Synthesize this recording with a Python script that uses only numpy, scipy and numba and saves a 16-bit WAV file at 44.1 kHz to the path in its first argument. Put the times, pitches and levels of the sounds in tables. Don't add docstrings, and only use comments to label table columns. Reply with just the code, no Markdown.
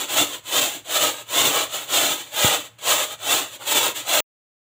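import sys
import numpy as np
from scipy import signal
from scipy.fft import rfft, irfft
from scipy.io import wavfile
from scipy.ndimage import uniform_filter1d
from numba import njit

SR = 44100
rng = np.random.default_rng(int(sys.argv[2]) if len(sys.argv) > 2 else 0)


def ratio_of_db(decibels):
    return 10 ** (np.asarray(decibels, float) / 20)


def store_wav(level_fs):
    pcm = np.round(np.clip(np.atleast_2d(level_fs), -1, 1) * 32767)
    wavfile.write(sys.argv[1], SR, pcm.T.astype(np.int16))


N = 208236


def unit(x):
    return x / np.sqrt(np.mean(x ** 2))


def colour(x, spectrum):
    hz, db = np.transpose(spectrum)
    bins = np.maximum(np.arange(N // 2 + 1) * SR / N, 1)
    octaves_outside = np.maximum(np.log2(hz[0] / bins), 0) + np.maximum(np.log2(bins / hz[-1]), 0)
    shape_db = np.interp(np.log(bins), np.log(hz), db) - 46 * octaves_outside
    return unit(irfft(rfft(x) * ratio_of_db(shape_db), N))


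@njit
def ring(x, hz, width):
    y, band, low = np.empty(len(x)), 0., 0.
    for i in range(len(x)):
        g, k = np.tan(np.pi * hz[i] / SR), width / hz[i]
        v = (band + g * (x[i] - low)) / (1 + g * (g + k))
        band, low, y[i] = 2 * v - band, low + 2 * g * v, k * v
    return y


def walk(rate):
    hold = int(SR / rate)
    steps = np.repeat(rng.standard_normal(N // hold + 1), hold)
    return unit(uniform_filter1d(uniform_filter1d(steps, hold), hold)[:N])


# f/Hz, level/dB per Hz
AIR_COLOUR = [(40, -13.5), (70, -3), (180, -9.5), (300, -19), (700, -15.5), (1500, -10.5), (3000, -12),
              (5200, -31), (7200, -23), (11000, -30), (15500, -22.5)]


def kitchen():
    air_db, hum_db, hum_hz, hum_width_hz = -60, -59, 116., 20.
    air = colour(rng.standard_normal(N), AIR_COLOUR) * ratio_of_db(air_db + 1.5 * walk(3.2))
    hum = unit(ring(rng.standard_normal(N), np.full(N, hum_hz), hum_width_hz))
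    return air + ratio_of_db(hum_db) * hum


def room(x):
    t60_s, room_db = 0.34, -16
    t = np.arange(SR // 2) / SR
    tail = rng.standard_normal(len(t)) * ratio_of_db(-60 * t / t60_s) * (t > .004)
    tail = signal.lfilter([.6], [1, -.4], tail)
    tail = tail / np.sqrt(np.sum(tail ** 2))
    return ratio_of_db(room_db) * signal.fftconvolve(x, tail)[:N]


# t/s, peak level/dB, push/ms
TILE_KNOCKS = [
    (.21, -40, 3),
    (1.06, -40, 3),
    (1.408, -31, 3),
    (2.0, -40, 3),
    (2.4455, -8, 1.8),
    (3.34, -42, 3),
]


def knocks():
    out = np.zeros(N)
    for s, db, ms in TILE_KNOCKS:
        t = np.maximum(np.arange(N) / SR - s, 0) * 1000 / ms
        push = np.sin(np.pi * np.minimum(t, 1)) ** 2
        late = np.maximum(t - .8, 0)
        rebound = np.exp(-late / 2.5) * np.sin(np.pi * late / 2.8)
        crack = np.exp(-t / .8) * np.sin(2 * np.pi * 2.1 * ms * t)
        out += ratio_of_db(db) * (push - .62 * rebound + .5 * crack)
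    return out


# t/s, boom centre f/Hz, freedom of the pot to sway level/dB
HAND_PATH = [(0, 1035, 2.5), (.2, 830, 1.5), (.45, 1030, 4), (.65, 606, 2.5), (1.0, 600, -0.5),
             (1.27, 906, 0.5), (1.5, 597, 1), (1.75, 699, -1), (1.92, 1190, 5.5), (2.0, 634, -0.5),
             (2.18, 1050, 0), (2.35, 513, -2), (2.5, 850, -2.5), (2.8, 800, 0), (3.02, 850, -4),
             (3.55, 780, -0.5), (3.85, 950, -4.5), (4.2, 600, 1)]


def hand():
    s, boom_hz, free_db = np.transpose(HAND_PATH)
    t = np.arange(N) / SR
    return np.interp(t, s, boom_hz), np.interp(t, s, free_db)


# fastest at t/s, scrape level/dB, speeding up/s, slowing down/s, floor level/dB
PAD_STROKES = [(0.011, -28, 0.12, 0.13, -6.5), (.175, -20, 0.19, 0.19, -7), (.33, -32, 0.29, 0.13, -8),
               (0.602, -17.5, 0.24, 0.18, -8.5), (0.689, -27.5, 0.1, 0.22, -10),
               (0.993, -18.5, 0.22, 0.28, -7), (1.178, -35, 0.18, 0.13, -7.5), (1.422, -17, 0.24, 0.22, -7),
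               (1.585, -22.5, 0.26, 0.18, -4.5), (1.751, -28.5, 0.12, 0.26, -7.5),
               (1.959, -19.5, 0.16, 0.53, -8), (2.21, -32.5, 0.044, 0.041, -11),
               (2.458, -17, 0.24, 0.3, -6), (2.645, -40, 0.044, 0.096, -7.5), (2.79, -44, 0.014, 0.046, -7),
               (2.93, -19, .2, 0.29, -6), (3.13, -35.5, 0.12, 0.067, -6), (3.348, -19, 0.25, 0.21, -6),
               (3.551, -39.5, 0.46, 0.069, -9), (3.631, -37.5, 0.083, 0.082, -2),
               (3.75, -17.5, .17, .2, -7.5), (3.845, -21, 0.12, .15, -4.5),
               (3.965, -28.5, 0.052, 0.14, -10.5), (4.176, -20, .25, 0.14, -6)]
# t/s, level/dB
PAD_SKIPS = [
    (0.156, -5.5),
    (0.606, -5),
    (.989, -3),
    (1.435, -3),
    (2.005, -2.5),
    (3.04, 2.5),
    (3.741, -4.5),
    (3.8, -3),
    (4.146, 0),
]


def strokes():
    db_per_speed, rest_db, skip_s = 5.5, -78, 0.012
    t = np.arange(N) / SR
    power, way, floor_db = ratio_of_db(2 * rest_db), 0, 0
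    for s, db, faster_s, slower_s, pot_db in PAD_STROKES:
        along = np.clip((t - s) / np.where(t < s, faster_s, slower_s), -1, 1)
        speed = np.abs(np.cos(np.pi / 2 * along))
        scrape = ratio_of_db(2 * db) * speed ** (2 * db_per_speed)
        power = power + scrape
        way = way + scrape * along
        floor_db = floor_db + scrape * pot_db
    skips_db = sum(db * np.exp(-((t - s) / skip_s) ** 2) for s, db in PAD_SKIPS)
    way = way / power
    hiss_db = -6 - 0.1 * way
    deep_db = -19 + 10 * way
    return 10 * np.log10(power) + skips_db, floor_db / power, hiss_db, deep_db


def catches(share, scatter_db, patchy_db):
    snag = rng.random(N) < np.clip(share, .01, 1)
    size = ratio_of_db(scatter_db * rng.exponential(size=N)) * rng.standard_normal(N)
    return unit(snag * size * ratio_of_db(patchy_db * walk(45)))


# lag/ms, shift by the moving hand/ms, level/dB
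POT_ECHOES = [(1.7, 0.27, -7.5), (2.9, .3, -8.5), (4.3, 0.312, -16), (6.1, .3, -14), (8.7, .3, -15)]


def hollow(x):
    now = np.arange(N)
    out = x
    for ms, shift, db in POT_ECHOES:
        heard_from = now - (ms + shift * walk(6)) * SR / 1000
        out = out + ratio_of_db(db) * np.interp(heard_from, now, x, left=0)
    return unit(out)


def modes(x, force, table, wander_db):
    out, power = 0, 0
    for hz, width, db in table:
        swell = ratio_of_db(db + wander_db * np.clip(walk(18), -3, 1.3))
        drive = force * swell * x / np.sqrt(np.pi * width / SR)
        out = out + ring(drive, hz * (1 + 0.0029 * walk(4.4)), 1. * width)
        power = power + ratio_of_db(2 * db)
    return out / np.sqrt(power)


# f/Hz, level/dB per Hz
SWAY_COLOUR = [(45, -12.5), (70, -19), (110, -10.5), (230, -10), (285, 4), (330, -1.5), (400, -5)]


def sway(x, deep_db):
    return colour(x, SWAY_COLOUR) * ratio_of_db(deep_db + 1.9 * walk(20))


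# f/Hz, level/dB per Hz
HISS_COLOUR = [(8500, 0), (9500, -11.5), (11000, -1.5), (12300, -4), (13700, 1.5), (14800, 5), (15400, 8),
               (17000, -8.5)]


def wire_hiss(x, hiss_db, light):
    return hollow(colour(x, HISS_COLOUR)) * ratio_of_db(hiss_db - 5.1 * light + 0.93 * walk(30))


# f/Hz, level/dB per Hz
BOOM_COLOUR = [(220, -53), (380, -4.5), (623, 2), (710, -4.5), (1150, -2.5), (1270, 1.5), (1800, -12.5),
               (2340, -39), (3960, -120)]
# f/Hz, width/Hz, level/dB
FLOOR_RINGS = [(477, 19, -13.5), (522, 14, -7.5), (601.4, 72, -1), (827, 83, 7), (966, 21, -13),
               (1059, 25, 2), (1261, 60, 0.5), (1550, 26, -8)]


def pot_floor(x, force, boom_hz):
    broad = hollow(colour(x, BOOM_COLOUR))
    under_hand = unit(ring(broad, boom_hz, 220.))
    boom = force * (ratio_of_db(-2.5) * broad + ratio_of_db(-11.0) * under_hand)
    return boom + ratio_of_db(-9) * modes(x, force, FLOOR_RINGS, wander_db=4.0)


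# f/Hz, level/dB per Hz
BODY_COLOUR = [(880, -42.5), (1500, -29.5), (1610, -9), (1800, -12.5), (1950, -8), (2470, -8.5),
               (2590, -4.5), (3450, -0.5), (5130, -15), (7110, -4.5), (9380, -17.5), (10000, -16.5),
               (13000, -38), (22000, -120)]
# f/Hz, width/Hz, level/dB
WALL_RINGS = [(1910, 13.4, -7.5), (2210, 25, -9), (2347, 61, -4), (2650, 99, -3), (3010, 35, -2.5),
              (3110, 17, -6), (3460, 13, -8.5), (3510, 40, 0), (3543, 27, 0), (3840, 38, -4),
              (3860, 30, -12.5), (4060, 90, -4.5), (7200, 50, -7), (7060, 65, -1), (7340, 50, 1),
              (7710, 60, 5.5)]


def pot_wall(x, force, light):
    body = hollow(colour(x, BODY_COLOUR))
    body = body - light * ring(body, np.full(N, 5300.), 950.0)
    return ratio_of_db(-0.83) * force * body + ratio_of_db(-13.5) * modes(x, force, WALL_RINGS, wander_db=3.0)


def scrub(level_db, floor_db, hiss_db, deep_db, boom_hz):
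    x = catches(.6, scatter_db=0.95, patchy_db=1.5)
    force = ratio_of_db(level_db)
    light = np.clip((-20 - level_db) / 40, 0, .8)
    wall = pot_wall(x, force, light)
    floor = pot_floor(x, force * ratio_of_db(floor_db), boom_hz)
    return wall + floor + force * (sway(x, deep_db) + wire_hiss(x, hiss_db, light))


def scene():
    level_db, floor_db, hiss_db, deep_db = strokes()
    boom_hz, free_db = hand()
    pot = scrub(level_db, floor_db, hiss_db, deep_db + free_db, boom_hz) + knocks()
    mono = pot + room(pot) + kitchen()
    return np.array([mono, mono])


def low_pass(x):
    return signal.sosfilt(signal.butter(12, 16860, fs=SR, output="sos"), x)


def record(dry):
    cut_s, top_hz = 4.205, 15560
    bass_trim = signal.butter(N=3, Wn=50, btype="high", fs=SR, output="sos")
    top_trim = signal.ellip(12, .5, 80, top_hz, fs=SR, output="sos")
    trimmed = signal.sosfilt(bass_trim, dry)
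    gate = np.clip((cut_s - np.arange(N) / SR) * 700, 0, 1)
    mix = signal.sosfilt(top_trim, trimmed * gate)
    return low_pass(mix)


dry = scene()
out = record(dry)
store_wav(out)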